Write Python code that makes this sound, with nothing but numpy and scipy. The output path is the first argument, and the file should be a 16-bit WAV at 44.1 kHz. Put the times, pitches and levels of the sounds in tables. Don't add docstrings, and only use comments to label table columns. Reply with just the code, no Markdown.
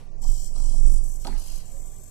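import sys
import numpy as np
from scipy import signal
from scipy.fft import rfft, irfft
from scipy.io import wavfile
from scipy.ndimage import uniform_filter1d

SR = 44100
rng = np.random.default_rng(int(sys.argv[2]) if len(sys.argv) > 2 else 0)


def dump_mix(stems):
    frames = np.atleast_2d(stems).T
    limited = np.clip(frames, -1, 1)
    pcm = np.round(limited * 32767).astype(np.int16)
    wavfile.write(sys.argv[1], SR, pcm)


def decibels_to_gain(level_db):
    exponent = np.asarray(level_db, float) / 20
    return 10 ** exponent


N = 92610


def evened(x):
    return x / np.sqrt(np.mean(x ** 2, axis=-1, keepdims=True) + 1e-20)


def wandering(shape, size):
    return evened(uniform_filter1d(rng.standard_normal(shape), size=size))


def resonate(x, hz, width_hz):
    r = np.exp(-np.pi * width_hz / SR)
    return 2 * signal.lfilter([1 - r], [1, -r * np.exp(2j * np.pi * hz / SR)], x).real


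def coloured(points, channels):
    f, db = np.transpose(points)
    bins_hz = np.fft.rfftfreq(N, 1 / SR)
    shape_db = np.interp(np.log(bins_hz + 1), np.log(f + 1), db, left=-90, right=-90)
    return evened(irfft(rfft(rng.standard_normal((channels, N))) * decibels_to_gain(shape_db), N))


def arch(start_s, length_s, bend):
    t = np.arange(N) / SR
    return np.sin(np.pi * np.clip((t - start_s) / length_s, 0, 1) ** bend)


def right_late(x, lag_s):
    return np.array([x[0], np.roll(x[1], round(lag_s * SR))])


def room_tone():
    # frequency in Hz, level in dB per Hz.
    wash_spectrum = [(35, -2.5), (85, -0.5), (150, -3), (240, -14), (650, -15), (1300, -28), (3000, -29.5),
                     (12500, -36.5)]
    # time in seconds, gain in dB.
    swell = [(0, 8.5), (0.049, 1.5), (1.6, 1.5), (1.8, 3.5), (2.1, -0.5)]
    # frequency in Hz, width in Hz, level in dB.
    hum_bands = [(85, 6, -57), (133, 6, -61), (1170, 8, -79)]
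    same = 0.43
    a, b = coloured(wash_spectrum, channels=2)
    wash = np.array([a, same * a + np.sqrt(1 - same ** 2) * b])
    level_db = -53.5 + np.interp(np.arange(N) / SR, *np.transpose(swell))
    hums = sum(decibels_to_gain(db) * evened(resonate(rng.standard_normal(N), hz, width_hz))
               for hz, width_hz, db in hum_bands)
    return decibels_to_gain(level_db) * wash + hums


def far_knocks():
    # start in seconds, frequency in Hz, level in dB, length in seconds.
    knocks = [
        (1.71, 550, -59, .1),
        (1.86, 405, -62, .07),
        (1.97, 380, -59, .06),
        (1.68, 690, -62, .06),
    ]
    t = np.arange(N) / SR
    return sum(decibels_to_gain(db) * np.sqrt(2) * np.sin(2 * np.pi * hz * t) * arch(start_s, length_s, 0.81)
               for start_s, hz, db, length_s in knocks)


def table_thrum():
    thrum = decibels_to_gain(-48) * arch(0.9, 0.36, 0.81) * np.sin(2 * np.pi * 60 * np.arange(N) / SR)
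    return thrum * np.c_[[1.4, .4]]


def draught():
    # time in seconds, flutter rate in Hz, level in dB.
    flutter = [(0.0, 21.0, -38), (0.22, 17.3, -23), (0.29, 23.0, -10), (0.36, 24.5, -19), (0.45, 12.8, -23),
               (0.55, 19.2, -20), (0.63, 24.1, -14), (0.75, 19.3, -14), (0.85, 23.3, -7), (0.97, 22.1, -12),
               (1.1, 21.5, -21), (1.26, 24.6, -27), (1.37, 24.1, -16), (1.44, 17.1, -31), (1.55, 20.1, -21),
               (1.65, 13.0, -33), (1.8, 20.6, -26), (2.1, 21.5, -41)]
    # frequency in Hz, level in dB per Hz.
    left_spectrum = [(20, -22), (50, 11), (90, -8), (130, 0), (230, -16), (450, -13.5), (1200, -25),
                     (1600, -42)]
    right_spectrum = [(30, 9), (50, 4.5), (70, -5), (130, -13.5), (230, -17.5), (450, -30), (1200, -40.5),
                      (1600, -115)]
    buffet_db = [-37, -19.5]
    leak_db, follow, start_turns = -48, 0.9, -.21
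    t, (s, hz, db) = np.arange(N) / SR, np.transpose(flutter)
    level_db = np.interp(t, s, db)
    turns = np.cumsum(np.interp(t, s, hz)) / SR + start_turns
    swing = np.sqrt(2) * decibels_to_gain(level_db) * np.cos(2 * np.pi * turns)
    lumps_db = wandering((2, N), 1500)
    buffet = np.r_[coloured(left_spectrum, channels=1), coloured(right_spectrum, channels=1)]
    buffet = buffet * decibels_to_gain(follow * level_db + lumps_db + np.c_[buffet_db])
    return swing * decibels_to_gain([[leak_db], [0]]) + buffet


def reflections(x):
    t60_s, first_s, density = 0.64, .002, .05
    size = SR // 2
    t = np.arange(size) / SR
    echoes = rng.choice([-1., 1.], (2, size)) * (rng.random((2, size)) < density)
    echoes = echoes * decibels_to_gain(-60 * t / t60_s) * (t > first_s)
    echoes = echoes / np.linalg.norm(echoes, axis=1, keepdims=True)
    return signal.fftconvolve(x, echoes, axes=1)[:, :N]


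def drags():
    # start in seconds, length in seconds, level in dB, centre in Hz.
    rubs = [
        (0.221, 0.048, -56.5, 590),
        (0.552, 0.19, -58, 700),
        (0.858, .1, -60, 488),
        (1.283, 0.11, -56.5, 1780),
        (1.292, 0.136, -53, 218),
        (.98, 0.079, -50.5, 98.6),
    ]
    out = 0
    for start_s, length_s, db, hz in rubs:
        a, b = rng.standard_normal((2, N))
        rub = np.array([a, .8 * a + .6 * b]) * decibels_to_gain(1.4 * wandering(N, 300))
        rub = evened(resonate(resonate(rub, hz, hz), hz, hz))
        out = out + decibels_to_gain(db) * rub * arch(start_s, length_s, 0.53) ** .5
    return out


def feet():
    # start in seconds, level in dB, metal ring in dB, table brightness in dB per octave.
    taps = [
        (.245, -59, -8, 1),
        (0.561, -59.5, 4, -0.5),
        (0.738, -57, -23.5, -4),
        (1.2483, -50, 8, 2),
        (1.2519, -50, 3, 2),
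        (1.2702, -50, 13, 2),
        (1.2752, -52, 11, 1),
        (1.29, -53, -16, -6),
    ]
    # frequency in Hz, level in dB, t60 in seconds.
    foot_modes = [(4020, -5.5, 0.015), (4620, 0.5, 0.021), (5200, 0.5, 0.002), (6560, -5.5, .006),
                  (7600, -3.5, 0.0027), (11150, 11, 0.003), (15500, -12, .004)]
    # frequency in Hz, level in dB, t60 in seconds; table modes are drawn along this curve.
    table_curve = [(107.8, -9.5, 0.22), (206, 1, 0.16), (463, 0, 0.067), (825, 4.5, 0.1),
                   (1236, -1.5, 0.051), (2000, -10, 0.01), (4604, -5.5, 0.01)]
    press_s, count = 0.004, 60
    out, t = np.zeros((2, N)), np.arange(6000) / SR
    f, f_db, f_t60_s = np.transpose(table_curve)
    foot_hz, ring_db, ring_t60_s = np.transpose(foot_modes)[:, :, None]
    for start_s, db, foot_db, tilt_db in taps:
        place = (np.arange(count) + rng.random(count)) / count
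        hz = (f[0] * (f[-1] / f[0]) ** place)[:, None]
        mode_db = np.interp(hz, f, f_db) + tilt_db * np.log2(hz / 500)
        modes = decibels_to_gain(mode_db - 60 * t / np.interp(hz, f, f_t60_s)) * np.sin(2 * np.pi * hz * t)
        heard = np.sign(rng.standard_normal(count)) * decibels_to_gain(3.3 * rng.standard_normal((2, count)) - 1.5)
        press = 0.17 * rng.standard_normal(1000) + (t[:1000] == 0)
        press = press * np.exp(-t[:1000] / press_s)
        press = press / np.linalg.norm(press)
        top = signal.fftconvolve(heard @ modes, press[None], axes=1)[:, :len(t)]
        struck_hz = foot_hz * rng.uniform(0.84, 1.04, foot_hz.shape)
        metal = decibels_to_gain(ring_db + foot_db - 60 * t / ring_t60_s) * np.sin(2 * np.pi * struck_hz * t)
        metal = np.array([metal.sum(axis=0), 2.03 * metal[:3].sum(axis=0)])
        at = round(start_s * SR)
        out[:, at:at + len(t)] += decibels_to_gain(db) * (top + metal)
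    return out


def settling_chirp():
    glide = (1.2700, 6200, 3950, -39, .018)
    glide_s = 0.0018
    start_s, from_hz, to_hz, db, t60_s = glide
    t, out = np.arange(1500) / SR, np.zeros(N)
    turns = to_hz * t + (from_hz - to_hz) * glide_s * (1 - np.exp(-t / glide_s))
    at = round(start_s * SR)
    out[at:at + 1500] = decibels_to_gain(db - 60 * t / t60_s) * np.sin(2 * np.pi * turns)
    return out


def backlash_ticks():
    # start in seconds, level in dB, low ring in dB.
    tick_events = [(.4602, -49, -9), (.5575, -52, -2), (.579, -46, -5), (.9367, -45, -17),
                   (1.0374, -45.5, -10), (1.0903, -44, -15), (1.1666, -52, -14), (1.3165, -52, -8),
                   (1.3372, -53, -4), (1.3767, -46, -14), (1.3961, -35.5, -19), (1.4171, -48, -8),
                   (1.4734, -34.5, -20), (1.5553, -43, -7), (1.5802, -47, -18)]
    # frequency in Hz, level in dB, t60 in seconds.
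    ring_modes = [(6900, -7, 0.0099), (9000, -3, .01), (11100, 3, 0.023), (14300, -11, .01)]
    low_hz, low_t60_s, chatter_s, right_db = 4750, 0.016, 0.0017, -12.5
    out, t = np.zeros(N), np.arange(1500) / SR
    hz, ring_db, t60_s = np.transpose(ring_modes)[:, :, None]
    for start_s, db, low_db in tick_events:
        struck_hz = hz * rng.uniform(0.94, 1.03, hz.shape)
        ring = (decibels_to_gain(ring_db - 60 * t / t60_s) * np.sin(2 * np.pi * struck_hz * t)).sum(axis=0)
        ring = ring + decibels_to_gain(low_db - 60 * t / low_t60_s) * np.sin(2 * np.pi * low_hz * t)
        chatter = rng.standard_normal(200) * np.exp(-t[:200] / chatter_s)
        at = round(start_s * SR)
        out[at:at + 1500] += decibels_to_gain(db) * np.convolve(ring, chatter / np.linalg.norm(chatter))[:1500]
    return out * decibels_to_gain([[0], [right_db]])


def stroke(start_s, length_s):
    rise_s, fall_s = .024, .012
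    t = np.arange(N) / SR
    rise = np.clip((t - start_s) / rise_s, 0, 1)
    return rise * np.clip((start_s + length_s + fall_s - t) / fall_s, 0, 1)


def teeth():
    teeth_hz, jitter, spread_db, grind = 706, .35, 2.5, 0.52
    drive_hz, drive_at_s, drive_depth, drive_wander = 50, .002, .34, .6
    t = np.arange(N) / SR
    turns = np.cumsum(teeth_hz * np.exp(jitter * wandering(N, 200))) / SR
    clicks = np.diff(np.floor(turns), prepend=0) * decibels_to_gain(spread_db * rng.standard_normal(N))
    wander = wandering(N, 500)
    phase = 2 * np.pi * drive_hz * (t - drive_at_s) + drive_wander * wander
    push = (1 + drive_depth * np.cos(phase)) * decibels_to_gain(1.53 * wander)
    return push * (evened(clicks) + grind * rng.standard_normal(N))


def casing(level, modes):
    far_share = .8
    near, far = teeth(), teeth()
    drive = level * np.array([near, np.sqrt(1 - far_share) * near + np.sqrt(far_share) * far])
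    out = 0
    for k, (hz, width_hz, left_db, right_db) in enumerate(modes):
        ring = resonate(resonate(drive, hz, width_hz), hz, 1.07 * width_hz)
        ring = ring * np.sqrt(SR / width_hz / 4)
        out = out + (-1) ** k * ring * decibels_to_gain([[left_db], [right_db]])
    return out


def servos():
    # start in seconds, length in seconds, level in dB, large-gear share in dB, pinion share in dB.
    surges = [
        (0.206, 0.27, -41, -3.5, -9.5),
        (0.541, 0.26, -44, -1.5, -11),
        (0.808, 0.17, -42.5, -5, -10),
        (1.015, 0.15, -47.5, -13, -2),
        (1.188, 0.092, -47.5, -4, -3.5),
        (1.304, 0.052, -58, 4, -1.5),
        (1.365, 0.22, -49.5, -0.5, 2),
        (1.639, 0.56, -49, -27, -6.5),
    ]
    # start in seconds, length in seconds, lower modes in dB, upper modes in dB.
    lifts = [
        (0.516, 0.29, -56.5, -55),
        (0.846, .14, -58.5, -50.5),
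        (1.344, 0.267, -51, -58.5),
    ]
    # frequency in Hz, width in Hz, left level in dB, right level in dB.
    large_gear = [(2200, 2100, -34.5, -36.5), (3143, 430, -19, -20.5), (4320, 730, -16, -20.5),
                  (4835, 320, -15.5, -16.5), (5700, 900, -8, -6.5)]
    middle_gear = [(7000, 2100, -22.5, -21), (7246, 420, -5.5, -42), (8023, 740, -4.5, -28.5),
                   (9200, 1400, -23, -25), (14910, 640, -20.5, -22), (7250, 44, -25.5, -30),
                   (7500, 230, -35, -31.5), (5770, 200, -25.5, -19)]
    pinion = [(6410, 1030, -7, -7.5), (9620, 2100, -12, -24.5), (11520, 1350, -4, -18.5),
              (14500, 850, -16, -22)]
    loaded_low = [(1070, 690, -15.5, -15), (2898, 910, -11, -11.5), (4130, 560, -10, -10.5),
                  (4980, 790, -12.5, -4)]
    loaded_high = [(8360, 700, -6.5, -17), (8880, 1700, 1.5, -6), (10110, 1400, -2.1, -7.5)]
    hold_db, wake_s = -64.5, 0.15
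    hold = stroke(wake_s, 10)
    start_s, length_s, db, large_db, pinion_db = np.transpose(surges)[:, :, None]
    surge = stroke(start_s, length_s)
    out = 0
    for modes, share_db, hold_share_db in ((large_gear, large_db, -3), (middle_gear, 0, 0),
                                           (pinion, pinion_db, -7)):
        level = (surge * decibels_to_gain(db + share_db)).sum(axis=0) + hold * decibels_to_gain(hold_db + hold_share_db)
        out = out + casing(level, modes)
    start_s, length_s, low_db, high_db = np.transpose(lifts)[:, :, None]
    lift = stroke(start_s, length_s)
    for modes, load_db in ((loaded_low, low_db), (loaded_high, high_db)):
        out = out + casing((lift * decibels_to_gain(load_db)).sum(axis=0), modes)
    return out


def scene():
    background = room_tone() + far_knocks() + table_thrum() + draught()
    taps = right_late(feet(), lag_s=.0001)
    gears = right_late(servos(), lag_s=.00035)
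    walls = reflections(decibels_to_gain(-4) * gears + decibels_to_gain(-6) * taps)
    return background + drags() + taps + settling_chirp() + backlash_ticks() + gears + walls


def roll_off(x):
    return signal.sosfilt(signal.butter(12, 15800, fs=SR, output="sos"), x)


def record(dry):
    # frequency in Hz, threshold in dB.
    gate = [(700, -105), (1200, -73), (3000, -74.5), (3800, -70.5), (5500, -81.5), (10500, -76),
            (12300, -75), (14200, -77), (16000, -67)]
    gate_follow, gate_chance_db = 0.62, 4.5
    notch_hz, notch_width_hz, notch_db = 13500, 390, -10
    hz, _, z = signal.stft(dry, SR, nperseg=2048, noverlap=1024)
    z = z * decibels_to_gain(notch_db * np.exp(-((hz - notch_hz) / notch_width_hz) ** 4))[:, None]
    edges = np.unique((np.arange(0, 32, .2) ** 2).astype(int))
    sizes, power = np.diff(edges, append=len(hz)), abs(z) ** 2
    band_db = 10 * np.log10(np.add.reduceat(power, edges, axis=1) / sizes[:, None] + 1e-16)
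    loud_db = 10 * np.log10(uniform_filter1d(power.sum(axis=(0, 1)), size=5) * 2 + 1e-12)
    chance = wandering(band_db.shape[1:], 6)
    edge_db = np.interp(hz[edges], *np.transpose(gate))[:, None]
    edge_db = edge_db + gate_follow * loud_db + gate_chance_db * chance
    keep = np.repeat(np.clip(band_db - edge_db, 0, 1), sizes, axis=1)
    mix = signal.istft(z * keep, SR, nperseg=2048, noverlap=1024)[1][:, :N]
    return roll_off(mix)


dry = scene()
out = record(dry)
dump_mix(out)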